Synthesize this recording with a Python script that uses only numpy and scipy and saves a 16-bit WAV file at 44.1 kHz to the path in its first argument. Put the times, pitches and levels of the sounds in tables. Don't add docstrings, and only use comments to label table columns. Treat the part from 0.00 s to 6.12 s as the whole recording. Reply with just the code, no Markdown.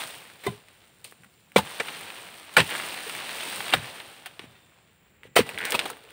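import sys
import numpy as np
from scipy import signal
from scipy.fft import rfft, irfft
from scipy.io import wavfile
from scipy.ndimage import uniform_filter1d

SR = 44100
rng = np.random.default_rng(int(sys.argv[2]) if len(sys.argv) > 2 else 0)


def boost(x):
    u = np.asarray(x, float) / 20
    return 10 ** u


def materialize(psi):
    bounded = np.clip(np.atleast_2d(psi).T, -1, 1)
    quanta = np.round(bounded * 32767).astype(np.int16)
    wavfile.write(sys.argv[1], SR, quanta)


N = 269892

# start_s, effort_db
LEVER = [
    (5.39, -82),
    (5.47, -41.5),
    (5.58, -45),
    (5.66, -40),
    (5.71, -39),
    (5.76, -39),
    (5.9, -42),
    (5.97, -56),
    (6.12, -57.5),
]


def unit(x):
    return x / np.sqrt(np.mean(x ** 2))


def band(x, hz, width_hz):
    hz = min(hz, .45 * SR)
    return signal.lfilter(*signal.iirpeak(hz, max(hz / width_hz, .3), fs=SR), x)


def cut(x, hz, kind):
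    return signal.lfilter(*signal.butter(2, hz, kind, fs=SR), x)


def colour(x, points):
    hz, db = np.transpose(points)
    bins_hz = np.fft.rfftfreq(8192, 1 / SR)
    log_gain = np.interp(np.log(bins_hz + 1), np.log(hz), db) * np.log(10) / 20
    cepstrum = irfft(log_gain)
    cepstrum[1:4096] *= 2
    cepstrum[4097:] = 0
    response = irfft(np.exp(rfft(cepstrum)))
    return signal.fftconvolve(x, response)[:len(x)]


def walk(rate):
    k = int(SR / rate)
    held = np.repeat(rng.standard_normal(N // 40 + 2)[:N // k + 1], k)
    return 1.3 * uniform_filter1d(uniform_filter1d(held, k), k)[:N]


def crackle(scatter_db, grain_s):
    size = boost(scatter_db * np.minimum(rng.exponential(size=N // 8), 5))
    place = (np.arange(N) / max(grain_s * SR, 8)).astype(int)
    return unit(size[place] * rng.standard_normal(N))


def fade(t60):
    t = np.arange(int(max(t60, .004) * SR)) / SR
    return t, boost(-60 * t / t60)


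def add(out, s, x):
    i = int(s * SR)
    out[i:i + len(x)] += x[:N - i]


def both(*db):
    return 10 * np.log10(sum(boost(d) ** 2 for d in db))


def plantation():
    # pitch_hz, level_db (per Hz)
    air = [(15, -48.5), (25, 5), (192, -4), (265, -9), (516, -11), (649, -22.5), (711, -20.5),
           (2340, -15.5), (6000, -32), (7800, -41.5), (13200, -120)]
    # pitch_hz, width_hz, level_db
    insects = [
        (7360, 620, -58.5),
        (15400, 1400, -61),
    ]
    out = boost(-60.0 + 2.5 * walk(3.4)) * unit(colour(rng.standard_normal(N), air))
    for hz, width_hz, db in insects:
        song = band(band(rng.standard_normal(N), hz, width_hz), hz, width_hz)
        out = out + boost(db + 1.5 * walk(5.4)) * unit(song)
    return out


def motion():
    # start_s, shake_db, dryness_db
    shaking = [(0, -37, 3.5), (.12, -46.5, 4.5), (.4, -57, -0.5), (.49, -47, 1.5), (.62, -61, 2),
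               (1.52, -69.5, 6.5), (1.63, -43.5, 2), (1.9, -40.5, -1), (2.5, -50.5, 0), (2.62, -41.5, 4),
               (2.73, -34, -1.5), (3.06, -41, 2), (3.17, -39, 0), (3.561, -36.5, 2.5), (3.72, -37, -2.5),
               (4.069, -48.5, 0.5), (4.4, -58, -2), (5.1, -71.5, -0.5)]
    # start_s, level_db
    shudders = [(0, -57), (.14, -59), (.3, -60), (0.463, -33.5), (1.2, -59.5), (1.56, -28.5), (1.8, -62),
                (2.574, -27), (3.14, -50), (3.55, -53), (3.736, -31.5), (3.82, -48), (4.4, -55),
                (4.45, -53), (2.0, -57), (2.2, -59), (4.04, -60), (5.25, -59), (5.37, -32), (5.53, -46),
                (5.74, -44)]
    ground_db, rise_s, shudder_t60_s = -66, .018, .21
    sway_db, sway_slope = -47, 0.81
    hiss_db = -7.5
    lever_sway_db, lever_hiss_db = -3, -10.5
    t = np.arange(N) / SR
    s, shake, dryness = np.transpose(shaking)
    shake, dryness = np.interp(t, s, shake), np.interp(t, s, dryness)
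    effort = np.interp(t, *np.transpose(LEVER))

    rumble = np.full(N, boost(ground_db))
    since, decay = fade(shudder_t60_s)
    for s, db in shudders:
        add(rumble, s, boost(db) * decay * (1 - np.exp(-since / rise_s)) * 3)

    rustle = both(shake, effort)
    sway = both(sway_db + sway_slope * (shake + 40), effort + lever_sway_db)
    hiss = both(shake + hiss_db + dryness, effort + lever_hiss_db)
    return rustle, sway, hiss, 20 * np.log10(rumble)


def leaves():
    rustle_db, sway_db, hiss_db, rumble_db = motion()
    rumble = band(band(rng.standard_normal(N), 115, 110), 115, 110)
    out = boost(rumble_db + 1.5 + 1.5 * walk(20)) * unit(cut(rumble, 49, "high"))
    groups = ((sway_db, (200, 350, 600), -3.0, 1.5),
              (rustle_db, (966, 1660, 2580, 3440), -4.0, 2.5),
              (hiss_db, (5800, 8600, 12100, 16500), 7.0, 2.5))
    for db, centres, lift_db, scatter_db in groups:
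        grains, swell = crackle(scatter_db, 0.00092), walk(24)
        for hz in centres:
            wide_db = 10 * np.log10(hz / centres[2])
            level_db = db + lift_db + wide_db + .7 * swell + 1.6 * walk(40)
            out = out + boost(level_db) * unit(band(grains, hz, .6 * hz))
    return out


def blade():
    # start_s, level_db, treble_db, t60_s, pitch_hz
    bites = [(0.463, -32, 9, 0.022, 1890), (1.045, -45.5, 6.5, 0.29, 9500),
             (1.5595, -11, -4.5, 0.013, 1010), (1.566, -16.5, 0, 0.08, 3400),
             (1.579, -20.5, 3.5, 0.079, 1390), (1.7984, -19, -20, 0.05, 2035),
             (2.566, -9, -0.5, 0.039, 2220), (3.724, -22.5, -12, 0.037, 2480),
             (3.735, -14, 0.5, 0.058, 2290), (4.26, -37.5, 7.5, 0.072, 2000),
             (5.356, -23, 7.5, 0.049, 2800), (5.362, -11, 4.6, 0.13, 2050), (5.742, -18, 0, .019, 1010),
             (5.749, -21.5, 1, 0.048, 3700), (5.854, -27, 1, 0.048, 1900)]
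    # start_s, level_db, treble_db, hold_s, pitch_hz
    drives = [
        (0.4, -57, 14, .025, 3000),
        (0.436, -38.5, 3.5, 0.048, 1720),
        (2.578, -12.5, -13, 0.024, 2110),
        (5.234, -51, -3, 0.036, 2180),
        (5.381, -22.5, -9, 0.015, 2780),
        (4.412, -47.5, .2, 0.037, 3000),
    ]
    bite_hold_s, drive_t60_s = 0.0058, 0.072
    out, fibres = np.zeros(N), crackle(1.4, .0004)
    cuts = [(s, db, treble_db, bite_hold_s, t60, hz) for s, db, treble_db, t60, hz in bites]
    cuts += [(s, db, treble_db, hold, drive_t60_s, hz) for s, db, treble_db, hold, hz in drives]
    chance = rng.standard_normal((len(cuts), 2048))
    for row, (s, db, treble_db, hold, t60, hz) in zip(chance, cuts):
        rise = np.linspace(0, 1, int(.0016 * SR))
        push = np.concatenate([rise, np.ones(int(hold * SR)), fade(t60)[1]])
        tear = push * unit(fibres[int(s * SR):][:len(push)])
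        ring = fade(.005)[1]
        modes = ring * row[:len(ring)]
        modes[0] += 10
        crushed = band(tear, hz, 1.21 * hz) + 0.9 * band(tear, 570, 1200)
        body = np.convolve(crushed, modes / np.linalg.norm(modes))[:len(tear)]
        add(out, s, boost(db) * (2.026 * body + boost(treble_db) * cut(tear, 2300, "high")))
    return out


def snaps():
    # start_s, level_db, treble_db,
    # pitch_hz
    dry_bits = [(0.4377, -39, -44, 1110), (0.684, -35, -55, 4000), (1.043, -42, -38.5, 4280),
                (1.0466, -29, -38.5, 4730), (1.074, -45, -52, 4470), (1.1104, -47.5, -46.5, 2580),
                (1.123, -37.5, -54.5, 1850), (1.2343, -37.5, -55, 1750), (1.2444, -41.5, -56.5, 2070),
                (1.5182, -39, -52, 2290), (1.8833, -19, -45, 2600), (1.7987, -16, -52, 2390),
                (2.0094, -31, -42, 1880), (2.0564, -42, -50, 3470), (2.1021, -24, -45, 2680),
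                (2.539, -42.5, -40.5, 1770), (2.6028, -4.5, -35, 2680), (2.7023, -23.5, -34, 1450),
                (2.7512, -14, -36, 1510), (2.7988, -21, -42.5, 1890), (2.8344, -27, -43, 3640),
                (3.096, -16.5, -36.5, 2260), (3.15, -21.5, -36, 2100), (3.4313, -20, -47, 2570),
                (3.5263, -19.5, -41, 2000), (3.6051, -19.5, -39, 1240), (3.7369, -4.5, -28, 2060),
                (4.0009, -22.5, -52.5, 2520), (4.2589, -21.5, -36.5, 2630), (4.3931, -20, -51, 2450),
                (5.2327, -36, -61, 1960), (5.4907, -17, -33, 2200), (5.5444, -27, -51, 2280),
                 (5.5856, -18.5, -35.5, 3000), (5.6114, -22, -41, 2354), (5.6518, -15.5, -24, 3500),
                 (5.6701, -37, -39, 1930), (5.7056, -23, -22.5, 2204), (5.7208, -8.5, -22.5, 3330),
                 (5.7275, -15, -44, 1500), (5.7915, -3, -41, 3620), (5.8126, -20, -45, 2287),
                 (5.8546, -23.5, -39, 1410), (5.9004, -22.5, -30, 1310), (5.9683, -35, -48, 1200),
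                 (6.1043, -33, -49, 2160)]
    crumbs_db, crumbs_t60_s = -8.5, .045
    port_loss_db = 19.5
    out, crumbs = np.zeros(N), crackle(1.7, 0.00034)
    t, decay = fade(crumbs_t60_s)
    for s, db, treble_db, hz in dry_bits:
        shower = crumbs[int(s * SR) - len(t):][:len(t)]
        click = np.exp(-t / .0004) * shower + 5 * (t == 0)
        voices = ((band(click, hz, hz), band(shower, hz, hz), db),
                  (cut(click, 4500, "high"), cut(shower, 4500, "high"), treble_db + port_loss_db))
        for crack, fall, peak_db in voices:
            crack = crack / np.abs(crack).max()
            add(out, s + .0007, boost(peak_db) * (2 * crack + boost(crumbs_db) * decay * unit(fall)))
    return out


def steel():
    # start_s, pitch_hz, level_db, t60_s
    rings = [(0.438, 1720, -39, 0.09), (0.469, 1018, -24, 0.12), (.466, 2034, -26, 0.088),
             (.467, 2420, -44, 0.16), (0.475, 3050, -36, 0.1), (.467, 3620, -28, 0.096),
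             (1.561, 2317, -6, 0.037), (1.568, 3420, -9.5, 0.031), (1.567, 4060, -16, 0.045),
             (1.7992, 2300, -10, 0.02), (1.562, 2046, -13, .04), (2.567, 2330, -2.5, 0.03),
             (2.568, 1730, -4, 0.026), (2.568, 1430, 1, 0.022), (3.727, 2760, -9, 0.026),
             (3.7365, 3760, -7.5, 0.028), (4.475, 3585, -60, 1.43), (4.542, 1910, -64.5, .5),
             (5.233, 1975, -56.5, .5), (5.366, 1944, -8.5, 0.052), (5.412, 1965, -45, 1.4),
             (5.749, 2580, -10.5, 0.039), (5.904, 1330, -35, 0.074)]
    out, grip = np.zeros(N), walk(60)
    for s, hz, db, t60 in rings:
        t, decay = fade(t60)
        add(out, s, boost(db) * decay * (1 - np.exp(-t / .001)) * np.sin(2 * np.pi * hz * t))
    return out * boost(2.2 * grip)


def stalk():
    # start_s, level_db, pitch_hz, t60_s
    thuds = [(.465, -11.5, 395, 0.064), (.475, -16.5, 718, 0.033), (0.478, -23, 203, 0.074),
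             (0.518, -32, 415, 0.12), (1.123, -37.5, 413, 0.015), (1.258, -43, 203, 0.081),
             (1.5615, 2.5, 513, 0.022), (1.564, -9, 199, 0.12), (1.576, -16, 1016, 0.053),
             (1.585, -11.5, 870, 0.059), (1.803, -17, 450, 0.04), (2.568, -6.5, 902, 0.12),
             (2.573, -12, 904, 0.13), (2.578, -6, 503, 0.037), (3.066, -29, 460, 0.073),
             (3.7372, -3, 774, .022), (3.743, -24.5, 565, 0.043), (4.263, -29.5, 730, 0.035),
             (4.395, -28.5, 362, 0.023), (4.441, -24.5, 246, 0.011), (5.253, -32.5, 467, 0.024),
             (5.364, 1, 455, 0.016), (5.369, -5.5, 697, 0.046), (5.38, -19, 1274, 0.047),
             (5.391, 0.2, 428, 0.034), (5.405, -7.5, 218, .036), (5.725, -20.5, 500, 0.04),
             (5.747, -11.5, 963, 0.028), (5.86, -18.5, 840, 0.023)]
    push_share = .03
    out, chance = np.zeros(N), rng.standard_normal((len(thuds), 64))
    for (s, db, hz, t60), wobble in zip(thuds, chance):
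        t, decay = fade(t60)
        wander = np.interp(t * hz / 2, np.arange(64), wobble)
        swing = np.sin(2 * np.pi * hz * t + .5 * wander)
        add(out, s, boost(db) * decay * (1 - np.exp(-t / (push_share * t60))) * swing)
    return out


def hollow():
    hz, width_hz, hum_db = 454, 130, -3
    effort_db = np.interp(np.arange(N) / SR, *np.transpose(LEVER))
    hum = band(band(crackle(3, 0.0046), hz, width_hz), hz, width_hz)
    return boost(effort_db + hum_db + 2.2 * walk(30)) * unit(hum)


def creak():
    # start_s, level_db
    loudness = [
        (5.57, -18.5),
        (5.62, -18.5),
        (5.655, -19),
        (5.68, -24),
        (5.70, -31),
    ]
    start_s, first_gap_s, quicken_s, last_gap_s = 5.5768, .0143, .001, .005
    gaps = np.maximum(first_gap_s - quicken_s * np.arange(15), last_gap_s)
    slips = start_s + np.append(0, np.cumsum(gaps))
    out, (t, decay) = np.zeros(N), fade(.018)
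    for s, chance in zip(slips, rng.standard_normal((16, 2048))):
        hz = (1 + .04 * chance[0]) * (1450 + 1200 * np.exp(-t / .0014))
        scrape = unit(band(chance[2:len(t) + 2], 2000, 1300))
        knock = np.sin(2 * np.pi * np.cumsum(hz) / SR) + .25 * scrape
        level_db = np.interp(s, *np.transpose(loudness)) - 0.1 + 0.83 * chance[1]
        add(out, s, boost(level_db) * decay * knock)
    return out


def trunks(x, t60=0.13, wet_db=-22):
    t, decay = fade(t60)
    echo = decay * (1 - np.exp(-t / 0.0076)) * rng.standard_normal(SR)[:len(t)]
    return x + boost(wet_db) * signal.fftconvolve(x, echo / np.linalg.norm(echo))[:N]


def scene():
    work = blade() + snaps() + steel() + stalk() + creak()
    return (plantation() + leaves() + trunks(work) + hollow())[None]


def low_pass(x):
    return signal.sosfilt(signal.butter(12, 16970, fs=SR, output="sos"), x)


def record(dry):
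    # pitch_hz, level_db
    port = [(20, -40.5), (60, -9.5), (150, -5.5), (500, -2.5), (2700, -2.5), (4000, -7), (5300, -15),
            (6550, -18), (7600, -16), (8800, -7), (10200, -17), (12300, -21.5), (14000, -16.5),
            (15300, -12)]
    top_hz = 15750
    heard = colour(dry[0], port)
    heard = heard / (1 + (heard / .97) ** 6) ** (1 / 6)
    pass_top = np.clip((np.fft.rfftfreq(N, 1 / SR) - top_hz) / 150 + .5, 0, 1)
    top = irfft(rfft(heard) * pass_top, N)
    quick = uniform_filter1d(cut(heard, 8300, "high") ** 2, size=128)
    before = uniform_filter1d(quick, size=2048, origin=1023)
    attack = uniform_filter1d(1. * (quick > 9.0 * before), size=256) > 0
    opening = boost(-19.5) * uniform_filter1d(1. * attack, size=256)
    finished = (heard - top * (1 - opening))[None]
    return low_pass(finished)


dry = scene()
out = record(dry)
materialize(out)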